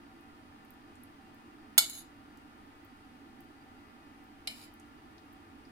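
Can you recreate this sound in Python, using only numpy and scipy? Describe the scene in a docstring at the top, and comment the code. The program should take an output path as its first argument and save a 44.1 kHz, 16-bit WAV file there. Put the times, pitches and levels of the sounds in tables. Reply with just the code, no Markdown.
"""A small kitchen: an extractor fan hums through its duct while sauce and hands tick faintly.
Twice a steel spoon is knocked into a steel pot of thick stew and dragged along it.
Knocks are decaying sine modes plus clatter; drags are grainy noise in the same modes;
ticks are band-limited snaps with wet fizz; the fan is noise through duct resonances.
Two spaced microphone ports listen."""
import sys
import numpy as np
from scipy import signal
from scipy.fft import rfft, irfft, next_fast_len
from scipy.io import wavfile
from scipy.ndimage import map_coordinates

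SR = 44100
rng = np.random.default_rng(int(sys.argv[2]) if len(sys.argv) > 2 else 0)


def gain_from_decibels(decibels):
    """Convert decibel values to linear amplitude factors."""
    exponent = np.asarray(decibels, float) / 20
    return 10 ** exponent


def wav_out(sig):
    """Save sig, one row per channel (or a flat mono array), as 16-bit PCM at SR to the path in sys.argv[1]."""
    wavfile.write(sys.argv[1], SR, np.round(np.clip(np.atleast_2d(sig).T, -1, 1) * 32767).astype(np.int16))


N = 252192

# Modes of pot and spoon, damped by the stew. Each row: frequency in Hz, t60 in s, then relative level in dB
# when struck on the bottom, struck on the wall, rubbed on the bottom, rubbed on the wall.
POT_MODES = [(659.7, 0.045, -38, -59, -26.5, -28), (757, .07, -45.5, -48.5, -26.5, -24),
             (880, 0.05, -36, -55, -27.5, -27), (1393, .035, -29, -55.5, -25, -23),
             (2217.5, 0.14, -29.5, -41.5, -17.5, -19), (2370, 0.062, -42, -44, -15.5, 2.5),
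             (2990, .2, -30.5, -39, -9, -1), (3503, 0.1, -25, -59, -11.5, -14),
             (3705, 0.099, -34.5, -50, -7, -6), (3950, .14, -26, -51, -6, -3),
             (4070, .11, -24, -31, -4, -3), (4420, .15, -27, -49, -8, -6),
             (4670, 0.17, -26, -55, -12, -2.5), (5090, 0.1, -31, -45, -13, -7),
             (5226, 0.098, -27.5, -43, -11.5, -4), (6570, .09, -29, -55, -0.5, -9),
             (6880, 0.039, -27, -66, -10, -16), (7040, .09, -23.5, -71, -7.5, -15),
             (7310, 0.0993, -33.5, -51, -1, -5), (7770, .13, -28, -47, -12.5, -11.5),
             (8340, .11, -25.5, -71, -16, -15), (8750, 0.12, -29.5, -70, -15.5, -13.5),
             (9280, 0.2, -38, -47, -11, -7), (10366, .11, -35.5, -48, 1, -6),
             (10880, .1, -26, -53, -4.5, -8), (11100, .1, -26, -58, -10, -12),
             (11500, 0.11, -24, -58, -6, -14), (11500, .09, -26.5, -64, -7, -14),
             (13910, .09, -33.5, -65, -14, -12), (14800, .1, -31.5, -66, -12, -13.5)]
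# Kinds of contact, in the order of the level columns above.
CONTACT_KINDS = ["bottom", "wall", "bottom rubbed", "wall rubbed"]


def unit(x):
    """Scaled to rms 1 over all channels together."""
    return x / np.sqrt(np.mean(x ** 2) + 1e-20)


def along(points, hz):
    """Each column of (Hz, ..) points interpolated on a log frequency axis."""
    point_hz, *columns = np.transpose(points)
    return np.squeeze([np.interp(np.log(hz + 1), np.log(point_hz + 1), c) for c in columns])


def filtered(x, response):
    """x times a response of frequency."""
    size = next_fast_len(x.shape[-1] + 8192)
    spectrum = rfft(x, size) * response(np.fft.rfftfreq(size, 1 / SR))
    return irfft(spectrum, size)[..., :x.shape[-1]]


def humps(hz, centre_hz, width_hz, db):
    """Gain of overlapping resonances, added as powers."""
    power = 0
    for c, w, g in zip(centre_hz, width_hz, db):
        power = power + gain_from_decibels(2 * g) / (1 + (2 * (hz - c) / w) ** 2) ** 2
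    return np.sqrt(power)


def add(track, sound, s):
    """Mixes a sound into the track at time s, cut at the track's end."""
    part = track[:, round(s * SR):][:, :sound.shape[1]]
    part += sound[:, :part.shape[1]]


def fan():
    """Air noise through duct resonances: alike at both ports in the bass, unrelated in the treble."""
    # Resonances of duct and room. Each row: centre in Hz, width in Hz, relative left and right level in dB.
    duct = [(92, 25, -8, -10), (221.7, 20, -5, -5), (248, 28, -7, 0.5), (288.5, 37, -1.5, 2),
            (337, 23, -3.5, -5), (420, 67, -15, -14.5), (478.4, 25, -22.5, -19.5),
            (636, 25.1, -16.5, -19.5), (768.4, 49, -9, -8), (826, 23, -11, -13), (894, 25, -15.5, -11.5),
            (950, 28, -15, -13), (1010.5, 9.7, -18, -23), (1179.6, 25, -9.5, -13.5),
            (1254, 30.7, -9, -12.5), (1399, 38, -12, -10.5), (1477, 25, -18.5, -21.5),
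            (1670, 8.3, -28.5, -26.5), (1778, 32, -13.5, -16.5), (1985, 25, -19, -12),
            (2280, 20, -24.5, -22), (2500, 24.14, -16, -18.5), (2773, 24.97, -18.5, -15.5),
            (3090, 25, -25.5, -19.5), (4700, 33, -22, -25)]
    # Broad rush of air under them. Each row: frequency in Hz, relative left and right level in dB.
    air = [(25, -11, -13.5), (60, -12.5, -11.5), (160, -13.5, -16), (278, -20, -14), (523.7, -23, -23.5),
           (987.4, -17, -16), (2004, -22.5, -23.5), (3400, -29, -29), (5000, -33.5, -35),
           (7000, -39.5, -42.5), (9536, -37.5, -40), (11700, -43, -40), (13000, -42.5, -42),
           (16175, -47, -44)]
    # Likeness of the hum at both ports. Each row: frequency in Hz, shared part of the power (0-1).
    alike = [(60, .93), (160, .78), (260, .97), (350, .93), (450, .55), (1400, .55), (3000, .2),
             (8000, .05)]
    # Phase between the ports. 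Each row: frequency in Hz, left lead in radians.
    left_lead = [(100, 0), (300, -.45), (520, -.3), (950, 2.7), (1550, 4.5), (1810, 6.3), (4000, 9.5)]
    hum_rms_db = -54.5
    centre_hz, width_hz, *duct_db = np.transpose(duct)
    shared, *own = rng.standard_normal((3, N))

    def colour(f):
        resonances = [humps(f, centre_hz, width_hz, db) for db in duct_db]
        return np.hypot(gain_from_decibels(along(air, f)), resonances)

    def share(f):
        return np.clip(along(alike, f), 0, 1)

    def lead(f):
        return np.exp(.5j * np.outer([1, -1], along(left_lead, f)))

    rush = filtered(shared, lambda f: colour(f) * np.sqrt(share(f)) * lead(f))
    rush += filtered(np.array(own), lambda f: colour(f) * np.sqrt(1 - share(f)))
    return gain_from_decibels(hum_rms_db) * unit(rush)


def ticks():
    """Sauce and finger ticks: one snap in a band, then a faint wet fizz; low ticks are wetter."""
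    # Each row: time of the snap in s, snap peak in dB, left-right in dB, centre in Hz, width in octaves.
    tick_rows = [(0.2102, -56, 3, 11500, .25), (.6494, -57, 4, 11000, .25), (.7063, -47, -1.5, 13000, 0.34),
                 (0.7372, -59, 2, 12000, .2), (0.9546, -57, 5, 8000, 0.42), (1.036, -43.5, -1, 11300, 0.12),
                 (1.346, -57, 2, 13000, .3), (2.373, -52.5, 1, 7000, 1.3), (2.8489, -52, 0, 13540, 0.23),
                 (3.4067, -48, 2, 13000, 0.44), (3.441, -60.5, .5, 14000, 0.22),
                 (4.2399, -59.5, 1, 14100, .2), (4.7394, -50.5, -4, 12900, 0.45),
                 (4.799, -48.5, -1.5, 7800, 0.39), (5.1813, -54.5, 2, 4000, 0.38),
                 (5.327, -59, 2, 11050, 0.26), (5.3333, -53, 4, 15000, 0.19), (5.6526, -57, 1, 5000, 0.16)]
    # fizz level at slice start for a -55 dB tick at 10 kHz; share of the tick's dB; tilt with pitch
    fizz_start_db, fizz_follows, fizz_db_per_octave = -69.5, .4, -6
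    snap_t60_s, fizz_t60_s = .006, .071
    rise = 64  # samples from slice start to snap
    out, t = np.zeros((2, N)), np.arange(SR // 10) / SR
    for s, db, pan_db, hz, octaves in tick_rows:
        def band(f):
            return np.exp(-.5 * (np.log2((f + 1) / hz) / octaves) ** 2)

        snap = filtered(1. * (np.arange(len(t)) == rise), band)
        fizz = unit(filtered(rng.standard_normal((2, len(t))), band)) * (t > rise / SR)
        fizz_db = fizz_start_db + fizz_follows * (db + 55) + fizz_db_per_octave * np.log2(hz / 10000)
        burst = snap / snap.max() + gain_from_decibels(7.5 - 60 * t / snap_t60_s) * fizz
        tick = gain_from_decibels(db) * burst + gain_from_decibels(fizz_db - 60 * t / fizz_t60_s) * fizz
        add(out, gain_from_decibels(pan_db / 2 * np.array([[1], [-1]])) * tick, s - rise / SR)
    return out


def pot_db(place):
    """Relative level of every mode for one kind of contact."""
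    return np.array(POT_MODES)[:, 2 + CONTACT_KINDS.index(place)]


def pot_rustle(place, size, width_hz, between_db):
    """Noise at both ports in the strong modes and in the crowd of small ones between them."""
    # Bands where the noise of knocks and drags is thin, by kind of contact. Each row: centre in Hz, width in Hz.
    thin_bands = {"bottom": [(2500, 260), (3230, 120), (5620, 250)], "wall": [(3400, 120), (6900, 250)]}
    hz, db = np.array(POT_MODES)[:, 0], pot_db(place)

    def thinning(f):
        dips = [1 - .9 / (1 + (2 * (f - c) / w) ** 4) for c, w in thin_bands[place.split()[0]]]
        return np.prod(dips, 0)

    def colour(f):
        strong = humps(f, hz, width_hz + 0.0055 * hz, db)
        crowd = humps(f, hz, 150 + 0.12 * hz, db + between_db)
        return np.hypot(strong, crowd)

    return filtered(rng.standard_normal((2, size)), lambda f: colour(f) * thinning(f))


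def blows():
    """Each contact rings the modes and sets off a short clatter; the right port is nearer."""
    # Contacts of the spoon. Each row: start in s, level in dB, kind of contact.
    blow_rows = [(1.779, -0.5, "bottom"), (1.7821, -3.5, "bottom"), (1.7878, -10.5, "bottom"),
                 (1.897, -46, "bottom rubbed"), (4.4732, 0.5, "wall"), (4.4765, -6, "wall")]
    left_lag_s, clatter_t60_s, clatter_rise_s = 0.00019, 0.034, 0.000151
    out, t = np.zeros((2, N)), np.arange(SR // 2) / SR
    hz, t60_s = np.array(POT_MODES)[:, :2, None, None].transpose(1, 0, 2, 3)
    heard_s = np.maximum(t - [[left_lag_s], [0]], 0)
    side = (-1) ** np.arange(len(POT_MODES))[:, None, None]  # neighbouring modes start in opposite directions
    for s, db, place in blow_rows:
        decay = gain_from_decibels(pot_db(place)[:, None, None] - 60 * t / t60_s)
        ring = (side * decay * np.sin(2 * np.pi * hz * heard_s)).sum(0)
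        rustle = pot_rustle(place, len(t), width_hz=96, between_db=-10)
        clatter = gain_from_decibels(25.5 - 60 * t / clatter_t60_s) * rustle * (1 - np.exp(-t / clatter_rise_s))
        add(out, gain_from_decibels(db) * (gain_from_decibels(-4.5) * ring + clatter), s)
    return out


def drag():
    """Steel slides on steel through sauce, first over the bottom, then up the wall: grainy noise in the modes."""
    # Strokes after a knock. Each row: start in s, lift-off in s, shudder in dB in pot and in spoon,
    # scrape in dB in pot and in spoon.
    stroke_rows = [(1.821, 1.987, -37.5, -41.5, -52.5, -49), (4.501, 4.646, -52, -58, -57.5, -60)]
    # Decay of the scrape once the spoon leaves the steel, in dB/s: pot, spoon.
    release_db_per_s = [278, 420]
    shudder_db_per_s = 250  # the knock's shudder dies away
    swell_db_per_s = 29.5  # the scrape grows towards lift-off
    spoon_hz = 5800  # pot below, spoon above
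    out, t = np.zeros((2, N)), np.arange(N) / SR
    for (start, lift, *db), place, between_db in zip(stroke_rows, CONTACT_KINDS[2:], [-14, -12]):
        shudder = (t > start) * gain_from_decibels(-shudder_db_per_s * np.abs(t - start))
        slope = np.where(t < lift, swell_db_per_s, np.c_[release_db_per_s])
        scrape = (t > start) * gain_from_decibels(-slope * np.abs(t - lift))
        shudder_db, scrape_db = np.reshape(db, (2, 2, 1))
        pot_gain, spoon_gain = np.hypot(gain_from_decibels(shudder_db) * shudder, gain_from_decibels(scrape_db) * scrape)
        # random level, 400 points per second
        grain = gain_from_decibels(1.7 * map_coordinates(rng.standard_normal(N // 50), [t * 400]))
        rustle = grain * pot_rustle(place, N, width_hz=13, between_db=between_db)
        pot = filtered(rustle, lambda f: 1 / (1 + (f / spoon_hz) ** 10))
        out += pot_gain * unit(pot) + spoon_gain * unit(rustle - pot)
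    return out


def kitchen(x):
    """Room reverberation: noise in which each frequency dies at its own speed."""
    # Each row: frequency in Hz, t60 in s.
    room_t60 = [(400, 0.37), (2000, 0.27), (4000, 0.18), (8000, 0.22), (15000, 0.051)]
    hz, t, z = signal.stft(rng.standard_normal((2, SR // 2)), SR, nperseg=256)
    decay = gain_from_decibels(-60 * t / along(room_t60, hz)[:, None])
    tail = signal.istft(z * decay, SR, nperseg=256)[1]
    tail = np.pad(tail / np.linalg.norm(tail[0]), ((0, 0), (200, 0)))  # 200 samples of delay
    return signal.fftconvolve(x, tail, axes=1)[:, :N]


def port_colour(near):
    """The two ports colour near sounds differently along frequency."""
    # Each row: frequency in Hz, left-right in dB.
    port_rows = [(600, 5.5), (2000, 3), (4500, 1), (7000, 3.5), (8700, 1), (10000, -0.5), (11500, -11),
                 (14500, -10.5)]
    return filtered(near, lambda f: gain_from_decibels(np.outer([.5, -.5], along(port_rows, f))))


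def scene():
    """Near sounds pass the room and the ports' colour; the fan fills the room."""
    near = blows() + drag() + ticks()
    near = near + gain_from_decibels(-10.0) * kitchen(near)
    return port_colour(near) + fan()


def low_pass(x):
    """Removes everything above the highest recorded frequency."""
    return signal.sosfilt(signal.butter(12, 16390, fs=SR, output="sos"), x)


def record(dry):
    """Nothing is kept above the band limit."""
    top_hz = 15870
    mix = filtered(dry, lambda f: f < top_hz)
    return low_pass(mix)


dry = scene()
out = record(dry)
wav_out(out)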